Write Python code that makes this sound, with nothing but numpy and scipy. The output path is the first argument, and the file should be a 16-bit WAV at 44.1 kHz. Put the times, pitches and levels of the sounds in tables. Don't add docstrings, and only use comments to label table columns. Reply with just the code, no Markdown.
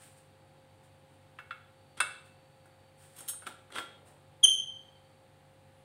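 import sys
import numpy as np
from scipy import signal
from scipy.fft import rfft, irfft, next_fast_len
from scipy.io import wavfile
from scipy.ndimage import map_coordinates

SR = 44100
rng = np.random.default_rng(int(sys.argv[2]) if len(sys.argv) > 2 else 0)


def to_wav(sig):
    pcm = np.clip(np.atleast_2d(sig), -1, 1) * 32767
    pcm = np.round(pcm).astype(np.int16)
    wavfile.write(sys.argv[1], SR, pcm.T)


N = 257746
TIME = np.arange(N) / SR


def from_db(db):
    return 10 ** (np.asarray(db) / 20)


def rms_one(x):
    return x / np.sqrt(np.mean(x ** 2) + 1e-20)


def at_level(x, db):
    return x * from_db(db) / np.sqrt(np.mean(x[:SR // 100] ** 2) + 1e-20)


def at_hz(points, hz):
    known_hz, values = np.transpose(points)
    return np.interp(np.log(np.maximum(hz, 1)), np.log(known_hz), values)


def noise(spectrum, size=N):
    padded = next_fast_len(size)
    colour = from_db(at_hz(spectrum, np.fft.rfftfreq(padded, 1 / SR)))
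    return rms_one(irfft(rfft(rng.standard_normal(padded)) * colour, padded)[:size])


def drift(rate_hz):
    knots = rng.standard_normal(8192)
    return rms_one(map_coordinates(knots, [TIME * rate_hz], order=1, mode="wrap"))


def swell(start, rise_s, t60, hold_s=0):
    t = TIME - start
    rise = np.sin(np.pi / 2 * np.clip(t / rise_s, 0, 1)) ** 2
    return rise * from_db(-60 * np.maximum(t - rise_s - hold_s, 0) / t60)


def arch(centre, width_s):
    return np.exp(-((TIME - centre) / width_s) ** 2)


def band(x, edges_hz, kind):
    return signal.sosfilt(signal.butter(2, edges_hz, kind, fs=SR, output="sos"), x)


def add(out, start, sound):
    first = round(start * SR)
    out[first:first + len(sound)] += sound[:N - first]


def ringing(modes, damping, spread_db):
    t = TIME[:SR // 2]
    out = np.zeros(len(t))
    for hz, db, t60 in modes:
        envelope = from_db(db + spread_db * rng.standard_normal() - 60 * damping * t / t60)
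        out += envelope * np.sin(2 * np.pi * hz * t) * rng.choice([-1, 1])
    return out / np.abs(out).max()


def crack(spectrum, t60):
    t = TIME[:SR // 2]
    return noise(spectrum, size=len(t)) * from_db(-60 * t / t60)


def air(level_db=-64):
    # frequency in Hz, relative level in dB.
    air_eq = [(25, -23), (64, -14.5), (95, -4.5), (125, -5), (170, -10), (313, -10.5), (480, -13.5),
              (600, -16.5), (850, -15), (1050, -18), (4000, -25.5), (5600, -38.5), (8800, -34.5),
              (15500, -43.5)]
    return from_db(level_db) * noise(air_eq)


def motor(speed_hz=48.23, unsteady=0.004, waver_db=1.2):
    # multiple of the speed, level in dB.
    hum_lines = [(2, -69), (3, -69), (11, -67.5), (15, -77), (16, -78.5), (17, -74.5), (18, -79)]
    turns = np.cumsum(speed_hz * (1 + unsteady * drift(18))) / SR
    out = np.zeros(N)
    for multiple, db in hum_lines:
        level = from_db(db + waver_db * drift(20))
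        out += level * np.sqrt(2) * np.sin(2 * np.pi * multiple * (turns + rng.random()))
    return out


def insects(lull_db=-88):
    # start in seconds, hold in seconds, level in dB.
    bouts = [(0.0, 0.89, -87), (1.7, 1.6, -80.5), (4.65, 0.43, -81.5)]
    # frequency in Hz, relative level in dB.
    whine_eq = [(4250, -42.5), (4480, 3), (4580, 1), (4800, -41.5)]
    level = sum(from_db(db) * swell(start, rise_s=0.11, t60=0.56, hold_s=hold_s)
                for start, hold_s, db in bouts)
    return np.hypot(from_db(lull_db), level) * noise(whine_eq)


def chirp(base_hz=8800, rise_hz=1930, level_db=-80, lower_ratio=0.91, lower_db=-4):
    contour = arch(5.787, width_s=0.058)
    phase = 2 * np.pi * np.cumsum(base_hz + rise_hz * contour) / SR
    voices = np.sin(phase) + from_db(lower_db) * np.sin(lower_ratio * phase)
    return from_db(level_db) * np.sqrt(contour) * voices


def foot_scuff(grain_db=2, band_hz=(300, 900)):
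    # start, rise and fade t60 in seconds, level in dB.
    scuffs = [(3.82, .28, .6, -62)]
    level = sum(from_db(db) * swell(start, rise_s, t60) for start, rise_s, t60, db in scuffs)
    grains = rng.standard_normal(N) * from_db(grain_db * drift(95))
    return level * rms_one(band(grains, band_hz, "band"))


def hand_brush(resting_db=-79.5, grain_db=1, rise_per_t60=0.094):
    # start in seconds, fade t60 in seconds, level in dB.
    strokes = [(-0.025, .6, -57.5), (0.154, 0.29, -65), (0.822, 0.25, -68.5), (1.064, 0.72, -77.5),
               (2.238, 0.28, -66.5), (2.943, 1.06, -62.5), (3.11, 0.93, -58.5), (4.038, .45, -64.5)]
    # frequency in Hz, relative level in dB.
    skin_eq = [(590, -42.5), (1000, -11.5), (1680, -2), (2060, -8.5), (2940, -7), (6410, -14.5), (8940, 1),
               (10900, -17), (15500, -15)]
    swells = [from_db(db) * swell(start, rise_per_t60 * t60, t60) for start, t60, db in strokes]
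    level = np.sqrt(from_db(resting_db) ** 2 + np.sum(np.square(swells), axis=0))
    return level * rms_one(noise(skin_eq) * from_db(grain_db * drift(220)))


def lever_grind(rough_db=3.5, ring_trim_db=-2):
    # start, rise and fade t60 in seconds, rasp level in dB, send to the ring in dB.
    pushes = [(1.967, 0.014, .11, -49.5, 0), (3.15, 0.041, 0.31, -57, -14), (3.453, .025, .21, -48, -7),
              (3.695, .094, .17, -43, 3.5), (4.43, .018, .19, -43.5, -21.5)]
    # frequency in Hz, relative level in dB.
    pivot_eq = [(88, -50), (150, -16), (500, -13.5), (583, -20), (1000, -16.5), (1400, -14.5),
                (1830, -17.5), (2100, -15.5), (2270, -20.5), (3160, -15.5), (6730, -32.5), (8660, -19),
                (15500, -52.5)]
    # frequency in Hz, relative level in dB, t60 in seconds before damping.
    lever_modes = [(350, -14, 0.15), (1362, 0, 0.12), (1382, 0, .25), (3200, -10, 0.43), (3300, -6.5, 0.38),
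                   (3290, -8, .36)]
    slips = rms_one(from_db(rough_db * drift(350)))
    rasp_level = ring_drive = 0
    for start, rise_s, t60, db, send_db in pushes:
        force = from_db(db) * swell(start, rise_s, t60) * slips
        rasp_level += force
        ring_drive += from_db(send_db) * force
    lever = ringing(lever_modes, damping=1.3, spread_db=0)
    ring = signal.fftconvolve(ring_drive * rng.standard_normal(N), lever / np.linalg.norm(lever))[:N]
    return rasp_level * noise(pivot_eq) + from_db(ring_trim_db) * ring


def bar_ticks(click_trim_db=-5, ring_trim_db=2):
    # start in seconds, level in dB before the trims.
    snaps = [(3.165, -52), (3.186, -43.5), (3.279, -38), (3.285, -30), (3.292, -31)]
    # frequency in Hz, relative level in dB.
    click_eq = [(350, -60), (600, -20), (1380, -8.5), (2280, -17), (3240, -2.5), (6230, -18), (8630, 5.5),
                (13900, -17), (14900, -19), (15500, -30)]
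    # frequency in Hz, relative level in dB, t60 in seconds before damping.
    bar_modes = [(5475, -9, .24), (6520, -10, .32), (8086, -11, .45), (8430, -3, .22), (8915, -6, .42),
                 (9302, -13, .4), (10240, -5, .25), (10560, -10, .19), (11616, -11, .19), (11910, -16, .22),
                 (12860, -6, .12), (13113, -1, .18), (14680, -7, .2)]
    out = np.zeros(N)
    for start, db in snaps:
        click = from_db(db + click_trim_db) * crack(click_eq, t60=0.086)
        ring = from_db(db + ring_trim_db) * ringing(bar_modes, damping=1.34, spread_db=1)
        add(out, start, click + ring)
    return out


def bar_knocks(clank_trim_db=-3, thud_trim_db=-2, edge_trim_db=1, ring_trim_db=-3):
    # start in seconds, then clank, thud, edge and ring mix in dB before the trims.
    hits = [(1.3875, -41, -62, -69, -0.5), (1.508, -34, -61.5, -67, -1.5), (2.0030, -21, -44.5, -29, -0.5),
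            (2.657, -60, -67, -72, 3), (3.206, -55.5, -54.5, -49, -13), (3.3333, -53, -61, -62, -20),
            (3.4209, -50.5, -59, -69, 4), (3.468, -36, -48.5, -49, -20), (3.703, -53.5, -63, -72, -13),
            (3.756, -36.5, -49, -68, -4), (3.7839, -32.5, -45, -51, -21)]
    # frequency in Hz, relative level in dB.
    clank_eq = [(200, -17.5), (600, -17.5), (950, -12.5), (1400, 6), (1850, -8.5), (2250, -7.5),
                (2480, -18.5), (2700, -10), (3050, -15.5), (3480, -8.5), (5700, -34.5), (9100, -9.5),
                (11500, -35.5), (15500, -62)]
    # frequency in Hz, relative level in dB, t60 in seconds before damping.
    frame_modes = [(1394, -3, .22), (1482, 1, 0.33), (1660, -7.5, .34), (2200, -7.5, 0.46),
                   (2660, -11.5, .27), (2660, -4.5, .28), (3410, -4, 0.25), (3940, -12, 0.15),
                   (5010, -13, 0.13), (8500, -13, 0.16), (9050, -18, 0.14), (9190, -12.5, .19),
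                   (9405, -9, .22)]
    thud_eq = [(120, -20), (300, 1), (900, -0.5), (1400, -23)]
    hardest_db = max(hit[1] for hit in hits)
    out = np.zeros(N)
    for start, clank_db, thud_db, edge_db, ring_db in hits:
        blow = crack(clank_eq, t60=0.06)
        blow += from_db(ring_db + ring_trim_db) * ringing(frame_modes, damping=1.57, spread_db=3.5)
        top_hz = max(5200 + 100 * (clank_db - hardest_db), 2000)
        clank = band(blow, [1000, top_hz], "band")
        thud = band(crack(thud_eq, t60=0.18), 320, "high")
        edge = band(band(blow, 5800, "high"), [5000, 14000], "band")
        add(out, start, at_level(clank, clank_db + clank_trim_db))
        add(out, start, at_level(thud, thud_db + thud_trim_db))
        add(out, start, at_level(edge, edge_db + edge_trim_db))
    return out


def steel_squeak(start=4.428, slip_hz=3276, gripped_hz=3105, jitter=0.0098, gain_db=-12.5):
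    # multiple of the pitch, level in dB before gain and overtone lift.
    harmonics = [(1, 1.5), (2, -6), (3, -5), (4, -28.5)]
    grip_after_s, sag_s, tightest_after_s = 0.013, 0.002, 0.016
    loose_db, tight_db = -18.5, 1.5
    gripped = (1 + np.tanh((TIME - start - grip_after_s) / sag_s)) / 2
    hz = slip_hz + (gripped_hz - slip_hz) * gripped
    phase = 2 * np.pi * np.cumsum(hz * (1 + jitter * drift(600))) / SR
    lift_db = loose_db + (tight_db - loose_db) * arch(start + tightest_after_s, width_s=0.01)
    tone = sum(from_db(db + lift_db * (k > 1)) * np.sin(k * phase) for k, db in harmonics)
    return from_db(gain_db) * swell(start, rise_s=0.016, t60=0.039, hold_s=0.008) * tone


def room(x, wet_db, build_s):
    # frequency in Hz, t60 in seconds.
    decay_times = [(200, 1), (1500, 0.45), (3200, 0.66), (6300, .44), (9500, 0.49), (15000, 0.04)]
    t = TIME[:int(0.7 * SR)]
    hz = np.fft.rfftfreq(len(t), 1 / SR)
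    white = rfft(rng.standard_normal(len(t)))
    edges_hz = np.geomspace(100, 18000, 16)
    tail = np.zeros(len(t))
    for low, high in zip(edges_hz, edges_hz[1:]):
        t60 = at_hz(decay_times, np.sqrt(low * high))
        tail += irfft(white * ((hz >= low) & (hz < high)), len(t)) * from_db(-60 * t / t60)
    tail *= 1 - np.exp(-(t / build_s) ** 2)
    return x + from_db(wet_db) * signal.fftconvolve(x, tail / np.linalg.norm(tail))[:N]


def scene():
    handling = bar_knocks() + bar_ticks() + lever_grind() + hand_brush() + foot_scuff()
    close = room(handling, wet_db=-10.5, build_s=0.0034)
    squeak = room(steel_squeak(), wet_db=-5, build_s=0.006)
    return (close + squeak + chirp() + motor() + insects() + air())[None]


def record(dry, cutoff_hz=15700):
    return signal.sosfilt(signal.ellip(10, 0.1, 80, cutoff_hz, fs=SR, output="sos"), dry)


dry = scene()
out = record(dry)
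to_wav(out)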